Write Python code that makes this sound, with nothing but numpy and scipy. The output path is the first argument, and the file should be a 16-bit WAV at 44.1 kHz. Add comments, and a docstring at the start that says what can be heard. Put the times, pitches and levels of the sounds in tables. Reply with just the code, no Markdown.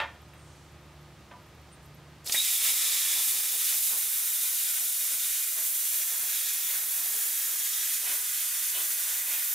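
"""A plasma torch on a circle guide cuts steel plate on a bench in an open garage.
First the guide knocks on the ringing plate and the tip ticks and slides, over the hum of a machine.
Then air hisses out (shaped noise), the arc snaps alight and a hoarse whistle sounds as the jet digs a pit.
The jet pierces the plate and hisses round the circle, spitting crackling melt; all this is filtered noise.
As the loud treble begins, an automatic gain control pushes everything down, so the hum sinks far back."""
import sys
import numpy as np
from scipy import signal
from scipy.fft import rfft, irfft, next_fast_len
from scipy.io import wavfile
from scipy.ndimage import uniform_filter1d, map_coordinates

SR = 44100
rng = np.random.default_rng(int(sys.argv[2]) if len(sys.argv) > 2 else 0)


def pcm_store(signal):
    """Save signal as 16-bit PCM."""
    levels = np.round(np.clip(np.atleast_2d(signal), -1, 1) * 32767)
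    wavfile.write(sys.argv[1], SR, levels.astype(np.int16).T)


N = 420713
T = np.arange(N) / SR  # time of each sample, s
HZ = np.fft.rfftfreq(N, 1 / SR)

# Tone colours, which set shape but not loudness: (frequency [Hz], relative level [dB per Hz])
HISS_COLOUR = [(200, -46), (1500, -24.5), (3000, -13), (4400, -11), (5550, -10), (5900, -6.5), (8000, -4),
               (9500, -1), (12000, -0.5), (14000, 0.5), (15000, -2), (15700, -6)]
SLOT_COLOUR = [(200, -36), (1500, -24), (2200, -7), (4400, -5), (6000, -2), (7200, -0.5), (9000, 0),
               (12000, -10), (16000, -22)]
ROAR_COLOUR = [(100, -48), (400, -20.5), (1000, -10), (1450, -0.5), (2000, 2), (3000, -7.5), (4500, -5),
               (8000, -6.5), (16000, -48)]
SPATTER_COLOUR = [(30, -35), (130, -39), (215, -10), (500, -2), (1000, 4), (2000, -3.5), (4000, -7),
                  (16000, -35)]
PUFF_COLOUR = [(60, -38), (150, -22), (245, 1), (380, 0), (600, -3.5), (1200, -12), (5000, -45)]
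AIR_COLOUR = [(100, -28), (400, 1), (1500, -8), (3500, 3), (6000, 5), (12000, 5.5), (16000, 1)]
RATTLE_COLOUR = [(60, -45), (300, -13), (550, 0.5), (1000, 2.5), (1800, 5), (2700, -1.5), (3600, -2.5),
                 (4400, -13), (8000, -23), (16000, -33)]
SHOP_COLOUR = [(25, -33), (44, -28), (62, -13), (95, -9.5), (150, -13.5), (235, -18), (350, -20),
               (700, -20.5), (1000, -22), (1450, -24.5), (3500, -29.5), (7700, -38), (15500, -47)]  # fan air and the street

# Resonances of the nozzle, fresh hole, long slot and plate: (frequency [Hz], width [Hz], height over colour [dB])
NOZZLE_PEAKS = [(6990, 110, 3.7), (7250, 150, 1.8), (9100, 49, 1.5), (9400, 70, 2.5), (9530, 71, 2),
                (10400, 90, 1.3), (10560, 160, 2), (11440, 110, 2), (13500, 100, 2.3)]
HOLE_PEAKS = [(2090, 200, 4), (2440, 130, 8), (2900, 54, 3), (3120, 80, 6.5), (3530, 180, 10.5),
              (3660, 120, 2.5), (3785, 60, 8), (3890, 130, 7), (4330, 50, 0), (4560, 120, 2),
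              (5270, 150, 4.5)]
SLOT_PEAKS = [(1710, 90, 9), (1960, 120, 6.5), (2480, 65, 6.5), (3000, 130, 7), (3370, 120, 5.5),
              (3546, 160, 9), (3750, 160, 3.5), (5810, 70, 10), (6240, 110, 5), (6950, 90, 8)]
PLATE_PEAKS = [(359, 37, 3), (570, 50, 2), (734, 86, 5.5), (1025, 56, 5), (1180, 50, -2), (2500, 250, 5.5),
               (3280, 350, 5)]

# Strength of the jet at the nozzle as the hand guides the torch: (time [s], relative hiss level [dB])
NOZZLE_LEVEL = [(2.34, -9.5), (2.4, -13.5), (2.53, -7), (2.6, -11), (2.65, -7), (3.05, -7.5), (3.25, -5.5),
                (3.45, -7.5), (3.84, -3), (4.1, -7.5), (4.85, -4.5), (5.2, -6.5), (5.85, -4.5), (6.1, -7.5),
                (7.4, -6), (8.6, -6.5), (8.82, -5.5), (9.2, -7.5)]
# Top treble of the hiss: (time [s], level change [dB])
TOP_LEVEL = [(2.3, 0.5), (3.0, -0.5), (4.2, 1), (5.2, -0.5), (6.1, 1.5), (6.6, 2.2), (7.2, 1), (8.5, 0.5),
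             (9.1, 1.3), (9.5, 5)]
# The jet catches the wall of the slot and swells: (middle [s], length [s], relative level [dB])
WALL_SWELLS = [(2.48, .12, -18), (2.665, 0.082, -10), (2.87, 0.25, -9.5), (3.1, 0.21, -11.5),
               (3.46, 0.054, -13.5), (3.69, 0.18, -11.5), (3.91, 0.079, -14.5), (4.47, 0.049, -18),
               (4.7, 0.22, -13), (5.33, 0.16, -14), (5.85, 0.25, -19), (6.44, 0.27, -11.5),
               (6.7, 0.19, -13.5), (7.62, 0.28, -13), (7.86, 0.36, -13), (8.12, 0.093, -23),
               (8.4, 0.39, -15), (8.64, 0.19, -15.5), (9.1, 0.17, -13.5), (9.43, 0.26, -13.5)]
# The jet weakens for a moment: (middle [s], length [s], depth [dB]); a negative depth is a small lift
JET_DIPS = [(3.8, 0.051, 1.5), (5.027, 0.17, 0.5), (5.506, 0.12, 1.5), (6.137, .08, -0.5),
            (6.83, 0.11, 0.5), (8.008, 0.063, 3), (8.233, 0.083, 1.5), (9.233, .06, 1.4)]
# Gouts of melt blown out: (peak [s], length [s], relative spray level [dB], relative low puff level [dB])
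GOUTS = [(2.35, .035, -39, -44), (2.682, 0.076, -31, -37.5), (2.9, .14, -39, -50), (3.1, .06, -33, -47),
         (3.177, 0.064, -28.5, -40), (3.37, .09, -36, -43), (3.538, .032, -26.5, -35),
         (3.74, .08, -33.5, -45), (3.932, 0.055, -25.5, -36.5), (4.067, 0.058, -34, -43),
         (4.235, .056, -40, -43), (4.41, .08, -36, -44), (4.795, .08, -36, -46), (5.05, .05, -34, -37),
         (5.13, 0.055, -37, -39), (5.34, 0.16, -39, -45), (5.59, 0.048, -26, -37), (5.768, .1, -37, -46),
         (5.968, 0.098, -34, -44), (6.14, 0.12, -31, -47), (6.237, 0.042, -27.5, -39), (6.6, .06, -36, -43),
         (6.736, 0.14, -28, -40), (7, .07, -32, -40), (7.138, 0.14, -32, -39.5), (7.43, 0.087, -38, -45),
         (7.52, 0.13, -36, -43.5), (8.09, 0.1, -24, -36), (8.772, 0.071, -26, -35.5), (8.86, .05, -36, -45),
         (9.14, .1, -38, -51), (9.31, .095, -26.5, -39.5), (9.51, .07, -33, -45)]
# The disc rings as it comes free:
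# (middle [s], length [s], relative level [dB], centre [Hz], width [octaves])
DISC_RINGS = [(6.711, 0.09, -21, 2140, 0.28), (7.42, 0.12, -32, 1810, .3), (8.091, 0.09, -17.5, 2400, .6),
              (8.774, .06, -15.5, 3100, 0.27), (8.785, .05, -28, 1010, 0.081),
              (9.33, .11, -19.5, 2500, 0.24)]
# Snaps of ignition: (time [s], relative level [dB], centre [Hz], width [octaves], time to fall 60 dB [s])
IGNITION_SNAPS = [(2.2445, -46, 8000, 0.76, .03), (2.2752, -2, 4770, 0.25, 0.005),
                  (2.2965, -5.5, 2800, 0.6, 0.016), (2.297, -16.5, 600, 1.8, 0.031),
                  (2.3218, -1.5, 5940, 0.46, 0.04), (2.3225, -6, 4650, 0.066, .04),
                  (2.343, -15, 890, 2.3, 0.094), (2.345, -8.5, 2050, 0.2, 0.11)]
# The guide knocks on the plate: (time [s], relative level [dB], brightness [Hz], rattle time to fall 60 dB [s],
# relative ring strength [ratio], centre of the modes struck [Hz], their spread [octaves])
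GUIDE_KNOCKS = [(0.0, -30, 6000, 0.25, 1.48, 1700, 1.9), (.0022, -22.5, 5500, .022, .4, 880, .3),
                (0.013, -34, 4500, .03, .8, 1800, .25), (0.0409, -34, 3500, .035, 0.4, 2100, .8),
                (1.312, -42, 2400, 0.066, .9, 814, 0.62), (1.3264, -47.5, 2000, .04, 5.5, 1040, .11),
                (1.3375, -51, 2600, .025, 1.0, 1100, .25)]
# Modes, the plate's own ringing notes: (frequency [Hz], relative level [dB], time to fall 60 dB [s])
PLATE_MODES = [(356, -6.5, 0.34), (555, -1.5, .3), (693, -5, .29), (892, 1.5, 0.2), (985, -5, 0.31),
               (1173, -4, .27), (1424, -6, .27), (1700, -8, .3), (1798, -1, 0.31), (1860, -6, .22),
               (2135, -8, 0.22), (2400, -10, .27), (2675, -4, 0.18), (3246, -0.5, .2), (3610, -4, .23),
               (4450, -13, 0.25)]
# Thin high ticks while the torch is lined up: (time [s], relative level [dB])
TIP_TICKS = [(.02, -58), (.216, -61), (.337, -60.5), (.716, -66), (1.009, -64), (1.424, -64), (1.463, -65),
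             (1.612, -65), (1.857, -59), (1.945, -57)]
# The tip slides over steel: (middle [s], length [s], relative level [dB], centre [Hz], width [octaves])
TIP_SLIDES = [(.44, 0.17, -69, 8650, .035), (.52, 0.27, -66.5, 6800, 0.42), (1.735, 0.026, -57, 8900, .1),
              (1.845, 0.04, -66, 8500, .5)]
# Steady tones of the machine's motor and fan: (frequency [Hz], relative level [dB])
MACHINE_TONES = [(59, -65), (116.7, -60.5), (173, -63.5), (205, -71.5), (295, -70), (319, -68),
                 (352, -65.5), (613, -70), (1238, -67.5)]
# Two motor tones that swell and fade: (time [s], relative fundamental level [dB], relative octave level [dB])
MOTOR_LEVELS = [(0.1, -52, -60), (.42, -55.5, -53.5), (.7, -53, -56), (1.05, -57, -48.5), (1.3, -56, -64),
                (1.48, -58, -54), (1.64, -50, -58), (1.85, -56, -52), (2.2, -57, -52), (2.5, -53, -59)]
# The room tone is wide in the treble: (frequency [Hz], side minus middle [dB])
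SHOP_WIDTH = [(80, -24), (250, -15), (1300, -17), (2400, -14), (3700, -9), (5600, -7), (9000, -1),
              (15000, -1)]
# Where the torch is heard: (time [s], left minus right [dB])
TORCH_PAN = [(2.3, -1.0), (4.5, -1.0), (6, -1.4), (9.5, -1.4)]
# Plate and bench throw back treble most: (frequency [Hz], relative level of the reflections [dB])
REFLECTIONS = [(100, -2.5), (1400, -3), (2200, -6.5), (3700, -4), (7000, -3), (15000, 2)]
# How alike reflected sound is in the two ears: (frequency [Hz], likeness [0 to 1])
EAR_LIKENESS = [(60, .3), (300, 0.74), (700, 0.66), (1400, 0.88), (2400, 1), (3700, 1), (5500, 0.25),
                (9000, 0.3), (15000, 0.14)]

AIR_ON_S, AIR_FULL_S, ARC_ON_S = 2.244, 2.279, 2.3215
THROUGH_S = 3.05  # the jet breaks through the plate
SLOT_SETTLE_S, ROAR_DROP_S = 1, 0.19  # how long each takes to settle after that
SLOT_PIERCE_DB, SLOT_RUN_DB, SLOT_GROWTH_DB_PER_S = -12, -16.5, 0.02
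ROAR_PIERCE_DB, ROAR_RUN_DB = -21.5, -25.5
ROAR_BUILD_DB_PER_S, ROAR_FULL_S = 12, 3.16  # the roar builds as the hole deepens
ROAR_GROWTH_DB_PER_S = 1.01  # and grows again as the slot gets longer
SLOT_OPEN_PER_S = 0.19  # share of power passing each second from hole to long slot
HOLE_DRIFT, HOLE_DRIFT_HZ = 0.005, 7  # typical pitch wander as a share, and its speed
TOP_TREBLE_HZ = 11100
HUMP_STEEPNESS = 3  # 2 is a bell, more is squarer
GOUT_STEEPNESS, GOUT_LEAN = 1.47, 0.18  # a gout bursts out quickly and trails away
MODE_SPLIT_HZ = 14  # smallest gap between a mode and its twin
MOTOR_HZ, HUM_WAVER_HZ = 73.4, 5.2
BAND_LIMIT_HZ = 15730


def torch(air_db=-15.0, air_rise_db_per_s=1300):
    """Cold air builds up first; the arc then heats it to a far louder jet."""
    lit = np.clip((T - ARC_ON_S) / .001, 0, 1)
    seconds_to_full = np.maximum(AIR_FULL_S - np.maximum(T, AIR_ON_S), 0)
    air_level = amp(air_db - air_rise_db_per_s * seconds_to_full) * (T > AIR_ON_S)
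    air = coloured(noise(), AIR_COLOUR) * air_level
    return air * (1 - lit) + lit * jet()


def jet(swell_roar_db=-12.5):
    """Rough gas flow at the nozzle, in the slot and under the plate, shaken together by the restless arc."""
    swells = humps(WALL_SWELLS)
    dips_db = sum(depth * np.exp(-np.minimum((2 * (T - s) / length_s) ** 2, 20))
                  for s, length_s, depth in JET_DIPS)
    slot_level = np.hypot(amp(slot_level_db()), swells)
    slot = slot_noise() * slot_level * amp(1.0 * wander(29))
    roar_level = np.hypot(amp(roar_level_db()), amp(swell_roar_db) * swells)
    roar = coloured(noise(), ROAR_COLOUR) * roar_level * amp(1.0 * wander(140))  # fast wander adds grit
    shared_db = 0.39 * wander(45) + 0.44 * wander(16) - dips_db
    return (nozzle_hiss() + slot + roar) * amp(shared_db)


def nozzle_hiss(hiss_db=1.5):
    """Gas rushing from the nozzle makes coloured noise; its top treble has a level of its own."""
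    hiss = coloured(noise(), HISS_COLOUR, NOZZLE_PEAKS) * amp(curve(NOZZLE_LEVEL) + hiss_db)
    highpass = signal.butter(3, TOP_TREBLE_HZ, "high", fs=SR, output="sos")
    top = signal.sosfiltfilt(highpass, hiss)
    return hiss - top + top * amp(curve(TOP_LEVEL) + 0.1 * wander(20))


def slot_noise():
    """Rough flow in the cut: the fresh hole's resonances give way to those of the long slot."""
    opened = np.clip(SLOT_OPEN_PER_S * (T - THROUGH_S), 0, 1)
    hole = drifting(coloured(noise(), SLOT_COLOUR, HOLE_PEAKS))
    long_slot = coloured(noise(), SLOT_COLOUR, SLOT_PEAKS)
    return np.sqrt(1 - opened) * hole + np.sqrt(opened) * long_slot


def drifting(x):
    """The hole changes shape as the torch moves on: uneven reading speed makes its resonances wander."""
    lag = np.cumsum(HOLE_DRIFT * wander(HOLE_DRIFT_HZ))  # in samples
    return map_coordinates(x, [np.arange(N) + lag], order=3, mode="mirror")


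def slot_level_db():
    """Piercing is loud in the slot; the sound settles once the jet runs freely through the plate."""
    running_db = SLOT_RUN_DB + SLOT_GROWTH_DB_PER_S * (T - THROUGH_S)
    return running_db + (SLOT_PIERCE_DB - running_db) * breakthrough(SLOT_SETTLE_S)


def roar_level_db():
    """The roar builds during piercing, collapses at breakthrough, then grows with the slot."""
    digging_db = ROAR_PIERCE_DB - ROAR_BUILD_DB_PER_S * np.maximum(ROAR_FULL_S - T, 0)
    running_db = ROAR_RUN_DB + ROAR_GROWTH_DB_PER_S * (T - THROUGH_S)
    return running_db + (digging_db - running_db) * breakthrough(ROAR_DROP_S)


def breakthrough(length_s):
    """1 while the jet is piercing, falling to 0 within length_s once it is through."""
    return np.clip(1 - (T - THROUGH_S) / length_s, 0, 1)


def melt(level_db=0.5, drops_per_s=1500, rush=0.66):
    """Molten drops crackle densely; gouts come with low puffs, and the disc rings under some heavier ones."""
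    drop_db = 2.5 * np.minimum(rng.exponential(1, N), 4)
    drops = (rng.random(N) < drops_per_s / SR) * np.sign(noise()) * amp(drop_db)
    # the fine, uneven spray between gouts
    drizzle = amp(-39.5 + 2.2 * wander(3.0)) * (T > ARC_ON_S)
    sprays = humps([(s, length_s, db) for s, length_s, db, _ in GOUTS], GOUT_STEEPNESS, GOUT_LEAN)
    puffs = humps([(s, length_s, db) for s, length_s, _, db in GOUTS], GOUT_STEEPNESS, GOUT_LEAN)
    crackle = coloured(evened(drops) + rush * noise(), SPATTER_COLOUR, PLATE_PEAKS)
    spatter = crackle * np.hypot(drizzle, sprays) * amp(level_db)
    low_puffs = coloured(noise(), PUFF_COLOUR, PLATE_PEAKS) * puffs * amp(2.0 * wander(60))
    return (spatter + surges(DISC_RINGS)) * amp(2.0 * wander(67)) + low_puffs


def whistle(hz=3800, jitter_hz=90, level_db=-10, start_s=2.345, rise_s=0.021, hold_s=0.058, fall_60db_s=0.06):
    """The jet blows across the pit it is digging and whistles hoarsely until the pit opens."""
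    phase = 2 * np.pi * np.cumsum(hz + jitter_hz * wander(350)) / SR
    tone = evened(np.sin(phase) * amp(3.0 * wander(200)))  # fast level changes make it hoarse
    attack = np.clip((T - start_s) / rise_s, 0, 1) ** 2
    release_db = -60 * np.clip((T - start_s - rise_s - hold_s) / fall_60db_s, 0, 3)
    return tone * attack * amp(level_db + release_db)


def ignition():
    """The arc snaps alight in short bursts of noise."""
    return bursts(IGNITION_SNAPS)


def knocks():
    """The plate rattles on the bench and rings; the place struck picks the modes heard."""
    out, t = np.zeros(N), T[:SR // 2]
    for s, db, bright_hz, rattle_t60, ring, centre_hz, octaves in GUIDE_KNOCKS:
        modes = np.zeros(len(t))
        for hz, mode_db, t60 in PLATE_MODES:
            struck = np.exp(-.5 * (np.log2(hz / centre_hz) / octaves) ** 2)
            modes += struck * amp(mode_db - 60 * t / t60) * mode_pair(t, hz)
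        rattle = coloured(rng.standard_normal(len(t)), RATTLE_COLOUR) * amp(-60 * t / rattle_t60)
        lowpass = signal.butter(1, bright_hz, fs=SR)
        add(out, s, amp(db) * signal.lfilter(*lowpass, rattle + ring * modes / 2))
    return out


def mode_pair(t, hz, twin=.6):
    """A mode and its weaker twin, slightly out of tune, so that the pair beats."""
    phase, twin_phase, split = rng.random(3)
    twin_hz = hz + MODE_SPLIT_HZ * (1 + split)
    main_tone = np.sin(2 * np.pi * (hz * t + phase))
    twin_tone = np.sin(2 * np.pi * (twin_hz * t + twin_phase))
    return (main_tone + twin * twin_tone) / np.hypot(1, twin)


def lining_up(count=22):
    """The torch tip ticks and slides lightly over the steel, with fainter ticks in between."""
    faint = [(AIR_ON_S * (k + rng.random()) / count, -69 + 1.2 * rng.standard_normal())
             for k in range(count)]
    # each tick: centre 11900 Hz, width .055 octaves, 60 dB down after 0.048 s
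    ticks = bursts([(s, db, 11900, .055, 0.048) for s, db in TIP_TICKS + faint])
    return surges(TIP_SLIDES) + ticks


def workshop(shop_db=-54.5):
    """The machine's wavering hum sits in the middle, over the wide rush of its fan and the street."""
    level = amp(shop_db)
    colour = amp(read(SHOP_COLOUR, HZ))
    side_share = np.linalg.norm(colour * amp(read(SHOP_WIDTH, HZ))) / np.linalg.norm(colour)
    middle = coloured(noise(), SHOP_COLOUR) * level + machine_hum()
    side = filtered(noise(), lambda f: amp(read(SHOP_COLOUR, f) + read(SHOP_WIDTH, f)))
    side = side * level * side_share
    return np.array([middle + side, middle - side])


def machine_hum(hum_db=-1.5, waver_db=1.5, drift_turns=0.065):
    """Turning parts make steady tones, each wavering a little in level and phase."""
    tones = MACHINE_TONES + [(k * MOTOR_HZ, curve(MOTOR_LEVELS, column=k)) for k in (1, 2)]
    hum = np.zeros(N)
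    for hz, db in tones:
        turns = hz * T + drift_turns * wander(HUM_WAVER_HZ)
        hum += amp(db + waver_db * wander(HUM_WAVER_HZ)) * np.sin(2 * np.pi * turns)
    return amp(hum_db) * hum


def garage(x, wet_db, count=1):
    """Plays x from count places in turn, so that the echo pattern drifts as the source moves."""
    out = np.zeros((2, N))
    place = T / T[-1] * (count - 1)
    for k in range(count):
        near = np.flatnonzero(abs(place - k) < 1)
        part = x[near] * np.cos(np.pi / 2 * (place[near] - k))  # fade from place to place
        for channel, response in zip(out, echoes(wet_db)):
            add(channel, T[near[0]], signal.fftconvolve(part, response))
    return out


def echoes(wet_db, bench_s=0.0074, garage_t60=0.38, garage_db=3):
    """Stereo response: the direct sound, quick scatter from bench and tools, then the garage."""
    t = T[:SR // 3]
    hz = np.fft.rfftfreq(len(t), 1 / SR)
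    bench_power = evened(np.exp(-t / bench_s)) ** 2
    garage_power = (amp(garage_db) * evened(amp(-60 * t / garage_t60))) ** 2
    power = bench_power + garage_power
    scatter = rng.standard_normal((2, len(t))) * np.sqrt(power / power.sum()) * (t > .001)
    left, other = rfft(scatter)
    same = np.clip(read(EAR_LIKENESS, hz), -1, 1)
    wet = amp(wet_db + read(REFLECTIONS, hz))
    reflected = np.array([left, same * left + np.sqrt(1 - same ** 2) * other])
    return irfft((1 + wet * reflected) / np.sqrt(1 + wet ** 2), len(t))


def bursts(rows):
    """Each snap or tick is a band of noise that starts at once and dies away."""
    out, t = np.zeros(N), T[:SR // 4]
    for s, db, hz, octaves, t60 in rows:
        fade = amp(-60 * t / t60)
        burst = evened(band(len(t), hz, octaves) * fade)
        add(out, s, amp(db) * burst * np.sqrt(np.mean(fade ** 2)))
    return out


def surges(rows):
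    """Each scrape or ring is a band of noise that swells and fades."""
    out = np.zeros(N)
    for s, length_s, db, hz, octaves in rows:
        t = np.arange(-2 * length_s, 2 * length_s, 1 / SR)
        swell = np.exp(-.5 * abs(2 * t / length_s) ** HUMP_STEEPNESS)
        add(out, s - 2 * length_s, amp(db) * band(len(t), hz, octaves) * swell)
    return out


def humps(rows, steepness=HUMP_STEEPNESS, lean=0):
    """Level of a train of rounded swells whose powers add; leaning ones rise faster than they fall."""
    power = np.zeros(N)
    for s, length_s, db in rows:
        t = np.arange(-2 * length_s, 3 * length_s, 1 / SR)
        leaning_t = t - lean * abs(t)
        add(power, s - 2 * length_s, amp(db) ** 2 * np.exp(-abs(2 * leaning_t / length_s) ** steepness))
    return np.sqrt(power)


def band(size, hz, octaves):
    """Noise of rms 1 in a band around hz."""
    return filtered(rng.standard_normal(size),
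                    lambda f: np.exp(-.5 * (np.log2((f + 1) / hz) / octaves) ** 2))


def coloured(x, colour, peaks=()):
    """Gives x a broad colour with resonances standing on it; the result has rms 1."""
    def gain(f):
        peaks_db = sum(db / (1 + (2 * (f - hz) / width) ** 2) for hz, width, db in peaks)
        return amp(read(colour, f) + peaks_db)
    return filtered(x, gain)


def filtered(x, gain):
    """Filters x by a function of frequency; the result has rms 1."""
    size = next_fast_len(len(x), True)
    spectrum = rfft(x, size) * gain(np.fft.rfftfreq(size, 1 / SR))
    return evened(irfft(spectrum, size)[:len(x)])


def noise():
    """White noise for the whole scene."""
    return rng.standard_normal(N)


def wander(hz, size=32):
    """Smooth chance movement up to about hz, rms about 1; drawn once in every size samples."""
    draws = rng.standard_normal(len(T[::size]))
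    slow = filtered(draws, lambda f: np.exp(-np.minimum(f / size / hz, 20) ** 2))
    return np.interp(T, T[::size], slow)


def curve(rows, column=1):
    """One column of a time table at every sample."""
    rows = np.asarray(rows)
    return np.interp(T, rows[:, 0], rows[:, column])


def read(points, hz):
    """Reads a spectrum on a log-frequency axis."""
    f, value = np.transpose(points)
    return np.interp(np.log(hz + 1), np.log(f), value)


def amp(db):
    """Decibels to gain."""
    return 10 ** (np.asarray(db) / 20)


def evened(x):
    """Scales to rms 1 (rms is the average strength)."""
    return x / np.sqrt(np.mean(x ** 2) + 1e-20)


def add(mix, s, sound):
    """Mixes a sound in at time s."""
    part = mix[max(round(s * SR), 0):][:len(sound)]
    part += sound[:len(part)]


def scene():
    """The moving torch, its scattering melt and the small sounds at the bench, in the garage."""
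    cutting = garage(torch(), wet_db=2.5, count=11) + garage(melt(), wet_db=2.0, count=8)
    pan_db = curve(TORCH_PAN)
    cutting = cutting * amp(np.array([pan_db, -pan_db]) / 2)
    clacks = garage(knocks() + ignition() + whistle(), wet_db=-6.0)
    ticks = garage(lining_up(), wet_db=-7)
    return cutting + (clacks + ticks + workshop()) * amp([[-.4], [.4]])  # slightly to the right


def record(dry, threshold_db=-36, sense_hz=6000, quick_db=19.5, slow_db=6, slow_s=1.14, recovery_db_per_s=3):
    """Gain control: loud treble drops the gain at once, up to quick_db, then slowly further; band limit."""
    treble = signal.lfilter(*signal.butter(2, sense_hz, "high", fs=SR), dry)
    power = uniform_filter1d((treble ** 2).mean(0), size=100)
    power_db = 10 * np.log10(abs(power) + 1e-12)
    wanted_db = np.clip(power_db - threshold_db, 0, quick_db)
    # hold each drop, letting go of it at a steady rate
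    recovered_db = recovery_db_per_s * T
    held_db = np.maximum.accumulate(wanted_db + recovered_db) - recovered_db
    step = 1 / (slow_s * SR)
    settled_db = slow_db * signal.lfilter([step], [1, step - 1], held_db / quick_db)
    ducked = dry * amp(-held_db - settled_db)
    lowpass = signal.firwin(601, BAND_LIMIT_HZ, window=("kaiser", 8), fs=SR)
    return signal.oaconvolve(ducked, lowpass[None], "same")


dry = scene()
out = record(dry)
pcm_store(out)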